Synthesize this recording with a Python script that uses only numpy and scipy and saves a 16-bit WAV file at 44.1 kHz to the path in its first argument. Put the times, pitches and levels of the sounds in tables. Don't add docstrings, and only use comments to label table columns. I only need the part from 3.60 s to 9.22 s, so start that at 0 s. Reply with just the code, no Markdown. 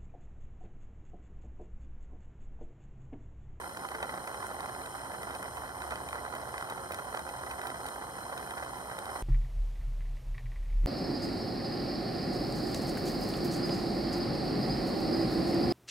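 import sys
import numpy as np
from scipy import signal
from scipy.fft import rfft, irfft, next_fast_len
from scipy.io import wavfile
from scipy.ndimage import uniform_filter1d

SR = 44100
rng = np.random.default_rng(int(sys.argv[2]) if len(sys.argv) > 2 else 0)


def inscribe(sig):
    pcm = np.round(np.clip(np.atleast_2d(sig).T, -1, 1) * 32767)
    wavfile.write(sys.argv[1], SR, pcm.astype(np.int16))


N = 248031
TIME = np.arange(N) / SR
FREQS = np.fft.rfftfreq(next_fast_len(N + SR // 2), 1 / SR)
FFT_SIZE = 2 * (len(FREQS) - 1)


# frequency in Hz, relative level in dB.
ROAR_SPECTRUM = [(20, -42), (60, -22), (200, -10), (500, -5), (780, 0.04), (1020, -0.34), (1420, -8),
                 (2020, -10.5), (2500, -23), (3900, -25.5), (6000, -33), (16000, -51)]
# time of the peak in seconds, half-length in seconds, relative peak in dB.
FLAME_PUFFS = [(0.043, 0.0028, -35), (0.249, 0.008, -36), (0.316, 0.0065, -36.5), (0.35, 0.0094, -36),
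               (0.387, 0.0033, -47), (0.404, 0.0037, -37), (0.431, 0.0034, -34.5), (0.442, 0.011, -35.5),
               (0.494, 0.0059, -35), (0.541, 0.0059, -34.0), (0.578, 0.0052, -36.5), (0.641, 0.0036, -38),
               (0.676, 0.0042, -37), (0.714, 0.0042, -40), (0.746, 0.0037, -36.0), (0.805, 0.0045, -35),
               (0.827, 0.0035, -33.5), (0.845, 0.0088, -36.5), (0.912, 0.0057, -35), (1.007, 0.0091, -39),
               (1.042, 0.0062, -35), (1.059, 0.0034, -37.0), (1.095, 0.0053, -38.0), (1.352, 0.007, -39.0),
               (1.458, 0.0033, -33.5), (1.517, 0.0057, -38.5), (1.547, 0.0067, -38.5),
               (1.675, 0.0065, -37.5), (1.707, 0.005, -36), (1.757, 0.0033, -36.5), (1.842, 0.0033, -39),
               (1.858, 0.0057, -36), (1.974, 0.0082, -40), (2.021, 0.0031, -38), (2.046, 0.0038, -36.5),
               (2.222, 0.0037, -41), (2.24, 0.0038, -38), (2.312, 0.0066, -39), (2.325, 0.0112, -35.5),
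               (2.437, 0.0034, -42), (2.53, 0.0035, -33), (2.561, 0.018, -39), (2.65, 0.0037, -35.5),
               (2.663, 0.0047, -37), (2.726, 0.0041, -36.5), (2.739, 0.0027, -33.5), (2.765, 0.012, -40),
               (2.888, 0.0073, -39), (2.942, 0.0027, -31.5), (3.011, 0.0024, -33.5), (3.09, 0.0024, -35.5),
               (3.108, 0.0087, -38), (3.124, 0.0025, -33.5), (3.177, 0.0049, -36.5), (3.309, 0.0025, -33.5),
               (3.392, 0.0075, -36), (3.528, 0.0032, -37), (3.547, 0.0044, -32.5), (3.574, 0.006, -35.5),
               (3.596, 0.0074, -37.5), (3.678, 0.002, -41), (3.691, 0.0026, -36.0), (3.711, 0.003, -41),
               (3.868, 0.0037, -38), (3.877, 0.0023, -39), (3.919, 0.014, -39), (3.992, 0.0108, -37.5),
               (4.032, 0.0079, -37.5), (4.057, 0.004, -32.5), (4.072, 0.0043, -36.5), (4.077, 0.0076, -41),
               (4.103, 0.0029, -34), (4.145, 0.0051, -37.5), (4.257, 0.003, -33), (4.422, 0.015, -43),
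               (4.727, 0.0066, -34), (4.796, 0.0047, -37), (4.912, 0.0028, -39), (4.976, 0.0116, -37.0),
               (5.028, 0.0055, -33.5), (5.133, 0.0048, -36), (5.323, 0.0038, -37), (5.349, 0.0045, -41),
               (5.469, 0.0034, -43), (5.493, 0.003, -35), (5.506, 0.0023, -36), (5.559, 0.0071, -34.5)]
# middle in seconds, half-length in seconds.
ROAR_LULLS = [(0.136, 0.032), (0.292, 0.02), (0.635, 0.0097), (1.316, 0.016), (1.925, 0.019),
              (2.135, 0.014), (3.287, 0.012), (3.64, 0.011), (4.519, 0.021), (5.115, 0.015)]

def flame(roar_db=-43.5, lull_db=-4.5, flare_db=-19.5, hush_db=-0.5, flutter_db=5.0, surge_db=1.5):
    colour = from_db(at_hz(ROAR_SPECTRUM))
    upper_share = FREQS ** 2 / np.hypot(FREQS ** 2, 540 ** 2)
    own_share = from_db(-11) * lowpass(2300, order=8)
    upper = filtered(white() + filtered(white_pair(), own_share), colour * upper_share)
    body = filtered(white() + filtered(white_pair(), own_share), colour * np.sqrt(1 - upper_share ** 2))
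    body /= np.std(upper)
    fine_eddies = from_db(flutter_db * eddies(rate_hz=180))
    churn = fine_eddies * from_db(surge_db * eddies(rate_hz=50))
    flutter = rms_one(np.tanh(churn / 3.0))
    lulls = sum(hump(s, half_s) for s, half_s in ROAR_LULLS)
    hushes = sum(hump(s - 0.01, half_s=0.0063) for s, _, _ in FLAME_PUFFS)
    flare_power = sum((from_db(db + flare_db) * hump(s, half_s=0.024)) ** 2 for s, _, db in FLAME_PUFFS)
    roar = np.sqrt(from_db(roar_db + lull_db * lulls) ** 2 + flare_power) * from_db(hush_db * hushes)
    rasp = 1.6 * np.tanh(np.sqrt(fine_eddies) / 1.6)
    puffs = rasp * sum(from_db(db) * puff(s, half_s) for s, half_s, db in FLAME_PUFFS)
    return np.hypot(roar * flutter, puffs) * levelled(upper, samples=130) + roar * body


def puff(s, half_s, rise_share=0.71):
    return np.where(TIME < s, hump(s, half_s * rise_share), hump(s, half_s))


# frequency in Hz, relative level in dB.
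SNAP_SPECTRUM = [(200, -25), (600, -7), (1300, 0), (2100, -2), (3000, -10.5), (3900, -9), (4700, -14),
                 (6000, -18), (8400, -8.5), (10000, -11), (12000, -14.5), (16000, -17)]
# start in seconds, relative peak in dB, treble against that peak in dB.
FLAME_SNAPS = [(0.171, -30, -10), (0.2868, -31.5, -12), (0.3544, -36, -7), (0.4272, -25, -12),
               (0.6735, -32, -7), (0.8668, -38, 3), (1.0052, -30, -9), (1.058, -35.5, -3), (1.216, -39, -9),
               (1.2594, -34, -6), (1.63, -35, -3), (1.7084, -38, -5), (1.7494, -33.5, -9),
               (1.827, -31.5, -2), (1.9694, -37, -8), (2.2184, -31, -12), (2.307, -29, -14),
               (2.356, -30, -15), (2.487, -32, -4), (2.5284, -34, -9), (2.7502, -32.5, -2),
               (2.9792, -29.5, -12), (3.0246, -28.5, -12), (3.0985, -31, -1.5), (3.3202, -29.5, -2.5),
               (3.3436, -29, -7), (3.5468, -30, -9), (3.5715, -30, -15), (3.5917, -39, -6),
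               (3.6896, -37, 1), (3.9112, -31, -9), (4.0146, -31, -9), (4.0698, -32.5, -1.5),
               (4.1006, -35.5, -5), (4.263, -32, -1), (4.2853, -30.5, -5), (4.7766, -31, -7),
               (4.907, -30.5, -9), (4.979, -33, -10), (5.0344, -34, -7), (5.3875, -29.5, -3),
               (5.4554, -36, -5), (5.5589, -44, -1)]

def snaps(treble_hz=6000, small_treble_db=-8):
    crack = levelled(filtered(white(), from_db(at_hz(SNAP_SPECTRUM))), samples=60)
    treble = filtered(crack, 1 - lowpass(treble_hz, order=6))
    small_snaps = [(s, db, small_treble_db) for s, db in scattered(per_s=6.5, mean_db=-45, spread_db=5)]
    starts, peak_db, treble_db = np.transpose([*FLAME_SNAPS, *small_snaps])
    return swells(starts, peak_db) * (crack - treble) + swells(starts, peak_db + treble_db) * treble


def swells(starts, peaks_db, rise_s=0.0012, fall_s=0.0018):
    envelope = np.zeros(N)
    for s, db in zip(starts, peaks_db):
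        span = slice(*np.searchsorted(TIME, [s, s + rise_s + 10 * fall_s]))
        age = TIME[span] - s
        envelope[span] += from_db(db) * np.minimum((age / rise_s) ** 2, np.exp((rise_s - age) / fall_s))
    return envelope


# frequency in Hz, gain in dB.
BENCH_RIPPLE = [(700, 0.5), (780, 2.5), (940, -0.4), (1030, 2), (1170, -2), (1400, 5), (1600, 1.5),
                (1800, -1), (2020, 3), (2240, -5), (2430, 3.5), (2580, 4.5), (2760, -29), (3100, 10),
                (3450, -11), (3800, 4), (4050, -11), (4650, 1), (4950, -10), (5300, 0)]

def off_bench(fire):
    return filtered(fire, from_db(at_hz(BENCH_RIPPLE)))


# frequency in Hz, left over right in dB.
PORT_BALANCE = [(100, -10), (300, 0), (450, -3), (560, 1), (750, -8.5), (880, 2), (980, -12), (1100, -1),
                (1400, -9), (1600, 0.5), (1770, -0.5), (2200, -1), (2600, -0.5), (8000, 0), (9300, 26),
                (12000, -1)]

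def at_microphone(fire, left_lag_s=0.00018):
    return filtered(fire, stereo(at_hz(PORT_BALANCE), -2 * np.pi * FREQS * left_lag_s))


# frequency in Hz, noise density in dB.
HISS_SPECTRUM = [(2600, -127), (3400, -113), (4500, -106), (5000, -110), (7700, -105), (8600, -95.5),
                 (10500, -102), (12000, -103.5), (13200, -101.5), (14400, -101), (15200, -105),
                 (15700, -106)]
# frequency in Hz, phase of left against right in radians.
HISS_SPREAD = [(6000, -0.5), (9500, -1.6), (11200, -5), (13000, -11), (13500, 8), (15200, -15)]
# frequency in Hz, width in Hz, peak noise density in dB,
# left over right in dB, phase of left against right in radians.
TUBE_MODES = [(3076, 210, -88, -7, 0.14), (3250, 160, -92, 7, -1), (4148, 170, -83, -1.5, -2),
              (5178, 175, -86, -0.5, 0), (5430, 400, -93.5, 8, -2.5), (5780, 370, -99, -2, 1),
              (6193, 91, -87.5, -24, -2.5), (6300, 520, -93, 6.5, -2.5), (7530, 210, -95, -1, -1.5),
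              (7300, 190, -96.5, -1, 2), (8040, 320, -84.5, 0, 3.5), (8900, 340, -93, -1, -4.5),
              (8590, 360, -87, 6, -0.6), (9230, 610, -83, 10, -1.5), (10410, 580, -90.5, 3, -1),
              (11420, 620, -92, 0, -1), (12300, 260, -101, -6, -19), (13550, 480, -98, 0, 0.8)]
# time in seconds, hiss in dB (only its swing about the mean is used).
GAS_FLOW = [(0, -54.5), (.39, -56.5), (.43, -57), (.49, -54.5), (.6, -55), (.7, -55), (.8, -53.5),
            (.87, -52.2), (.92, -55.5), (1.05, -55), (1.1, -54.5), (1.27, -54.5), (1.35, -52.5),
            (1.44, -54.5), (1.56, -55.5), (1.63, -53), (1.7, -56.5), (1.78, -54), (1.88, -55.4),
            (1.95, -53), (2.1, -58), (2.25, -54), (2.5, -55), (2.62, -56.5), (2.81, -56.5), (2.87, -55),
            (2.95, -55), (3.01, -55), (3.18, -57), (3.25, -54), (3.33, -55), (3.4, -55.5), (3.6, -54.5),
            (3.65, -55), (3.71, -55), (3.9, -54.5), (4.2, -54), (4.29, -52.5), (4.4, -55), (4.52, -55.8),
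            (4.62, -52.5), (4.67, -55), (4.72, -55.5), (4.8, -53), (4.92, -55), (5.08, -55), (5.47, -55.5),
            (5.56, -50.5), (5.62, -56)]

def gas_jet(gain_db=0.16, low_hz=7500, air_hz=10100):
    nozzle_response = from_db(at_hz(HISS_SPECTRUM)) * stereo(0, at_hz(HISS_SPREAD))
    nozzle = filtered(white() + from_db(-6) * white_pair(), nozzle_response)
    hiss = nozzle + resonances(TUBE_MODES)
    low = filtered(hiss, lowpass(low_hz, order=16))
    air = filtered(hiss, 1 - lowpass(air_hz, order=24))
    middle = hiss - low - air
    flow_db = np.interp(TIME, *np.transpose(GAS_FLOW))
    flow_db -= np.mean(flow_db)
    low_db = 0.57 * flow_db + 0.97 * eddies(rate_hz=120)
    middle_db = flow_db + 0.8 * eddies(rate_hz=30)
    air_db = 0.34 * flow_db + eddies(rate_hz=14)
    return from_db(gain_db) * (low * from_db(low_db) + middle * from_db(middle_db) + air * from_db(air_db))


# frequency in Hz, relative level in dB.
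RUMBLE_SPECTRUM = [(20, -47), (35, -34), (48, -9.5), (57, -4.5), (71, -1), (87, -7), (105, -8.5),
                   (160, -21), (400, -64)]
# time of the peak in seconds,
# half-length in seconds, pitch at the peak in Hz, glide in Hz per second, relative level in dB.
DRONE_SWELLS = [(2.447, 0.35, 70.2, 13.5, -52), (3.761, 0.19, 70.6, -14.5, -52.5)]

def rumble(bed_db=-57, drone_gain_db=-2, balance_db=3.5):
    noise = white() + from_db(-11) * white_pair()
    bed = from_db(bed_db) * rms_one(filtered(noise, from_db(at_hz(RUMBLE_SPECTRUM))))
    drone = 0
    for s, half_s, hz, glide, db in DRONE_SWELLS:
        phase = 2 * np.pi * np.cumsum(hz + glide * (TIME - s)) / SR
        drone += from_db(db + drone_gain_db) * hump(s, half_s) * np.sqrt(2) * np.sin(phase)
    return (bed + drone) * from_db([[balance_db / 2], [-balance_db / 2]])


# frequency in Hz, width in Hz, peak noise density in dB,
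# left over right in dB, phase of left against right in radians.
HUM_BANDS = [(124, 30, -73, 0, -0.36), (184.2, 15, -74, 1.5, -0.5), (266.7, 13, -74, 0.5, -0.23),
             (361.6, 11.5, -70.5, -3, -1.75), (545, 19, -72.5, 7, -0.61)]

def room_hum():
    return resonances(HUM_BANDS)


def workshop_tail(fire, gain_db=-16, t60_s=0.09, first_echo_s=0.00319, wall_cut_hz=5500):
    decay = from_db(-60 * np.minimum(TIME / t60_s, 2)) * (TIME > first_echo_s)
    tail = rng.standard_normal((2, N)) * decay
    tail /= np.sqrt(np.sum(tail ** 2) / 2)
    return from_db(gain_db) * filtered(fire, rfft(tail, FFT_SIZE) / (1 + 1j * FREQS / wall_cut_hz))


def resonances(modes):
    spectrum = 0
    for hz, width_hz, db, balance_db, phase in modes:
        peak = from_db(db) / (1 + (2 * (FREQS - hz) / width_hz) ** 2)
        spectrum += rfft(white(), FFT_SIZE) * peak * stereo(balance_db, phase)
    return irfft(spectrum, FFT_SIZE)[:, :N]


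def stereo(balance_db, phase):
    right = np.ones(len(FREQS))
    left = from_db(balance_db) * np.exp(1j * phase) * right
    return np.array([left, right]) * np.sqrt(2 / (1 + abs(left) ** 2))


def eddies(rate_hz):
    band = FREQS / np.hypot(FREQS, rate_hz / 6) * lowpass(rate_hz, order=2)
    return rms_one(filtered(white(), band))


def scattered(per_s, mean_db, spread_db):
    gap_draws, level_draws = rng.random((200, 2)).T
    starts = np.cumsum(-np.log(1 - gap_draws)) / per_s
    levels_db = mean_db + spread_db * (2 * level_draws - 1)
    return np.column_stack([starts, levels_db])[starts < N / SR]


def hump(s, half_s):
    return np.exp(-np.minimum(((TIME - s) / half_s) ** 2, 20))


def levelled(x, samples):
    power = np.mean(np.atleast_2d(x) ** 2, axis=0)
    return x / np.sqrt(uniform_filter1d(uniform_filter1d(power, samples), samples) + 1e-20)


def white():
    return rng.standard_normal(N) * np.sqrt(SR / 2)


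def white_pair():
    return np.array([white(), white()])


def at_hz(points):
    hz, value = np.transpose(points)
    return np.interp(np.log(FREQS + 1), np.log(hz), value)


def lowpass(hz, order):
    return 1 / (1 + (FREQS / hz) ** order)


def filtered(x, response):
    return irfft(rfft(x, FFT_SIZE) * response, FFT_SIZE)[..., :N]


def from_db(db):
    return 10 ** (np.asarray(db) / 20)


def rms_one(x):
    return x / np.sqrt(np.mean(x ** 2) + 1e-20)


def scene():
    fire = off_bench(flame() + snaps())
    return at_microphone(fire) + workshop_tail(fire) + gas_jet() + rumble() + room_hum()


def record(dry):
    return signal.sosfilt(signal.ellip(10, .1, 80, 15700, fs=SR, output="sos"), dry)


dry = scene()
out = record(dry)
inscribe(out)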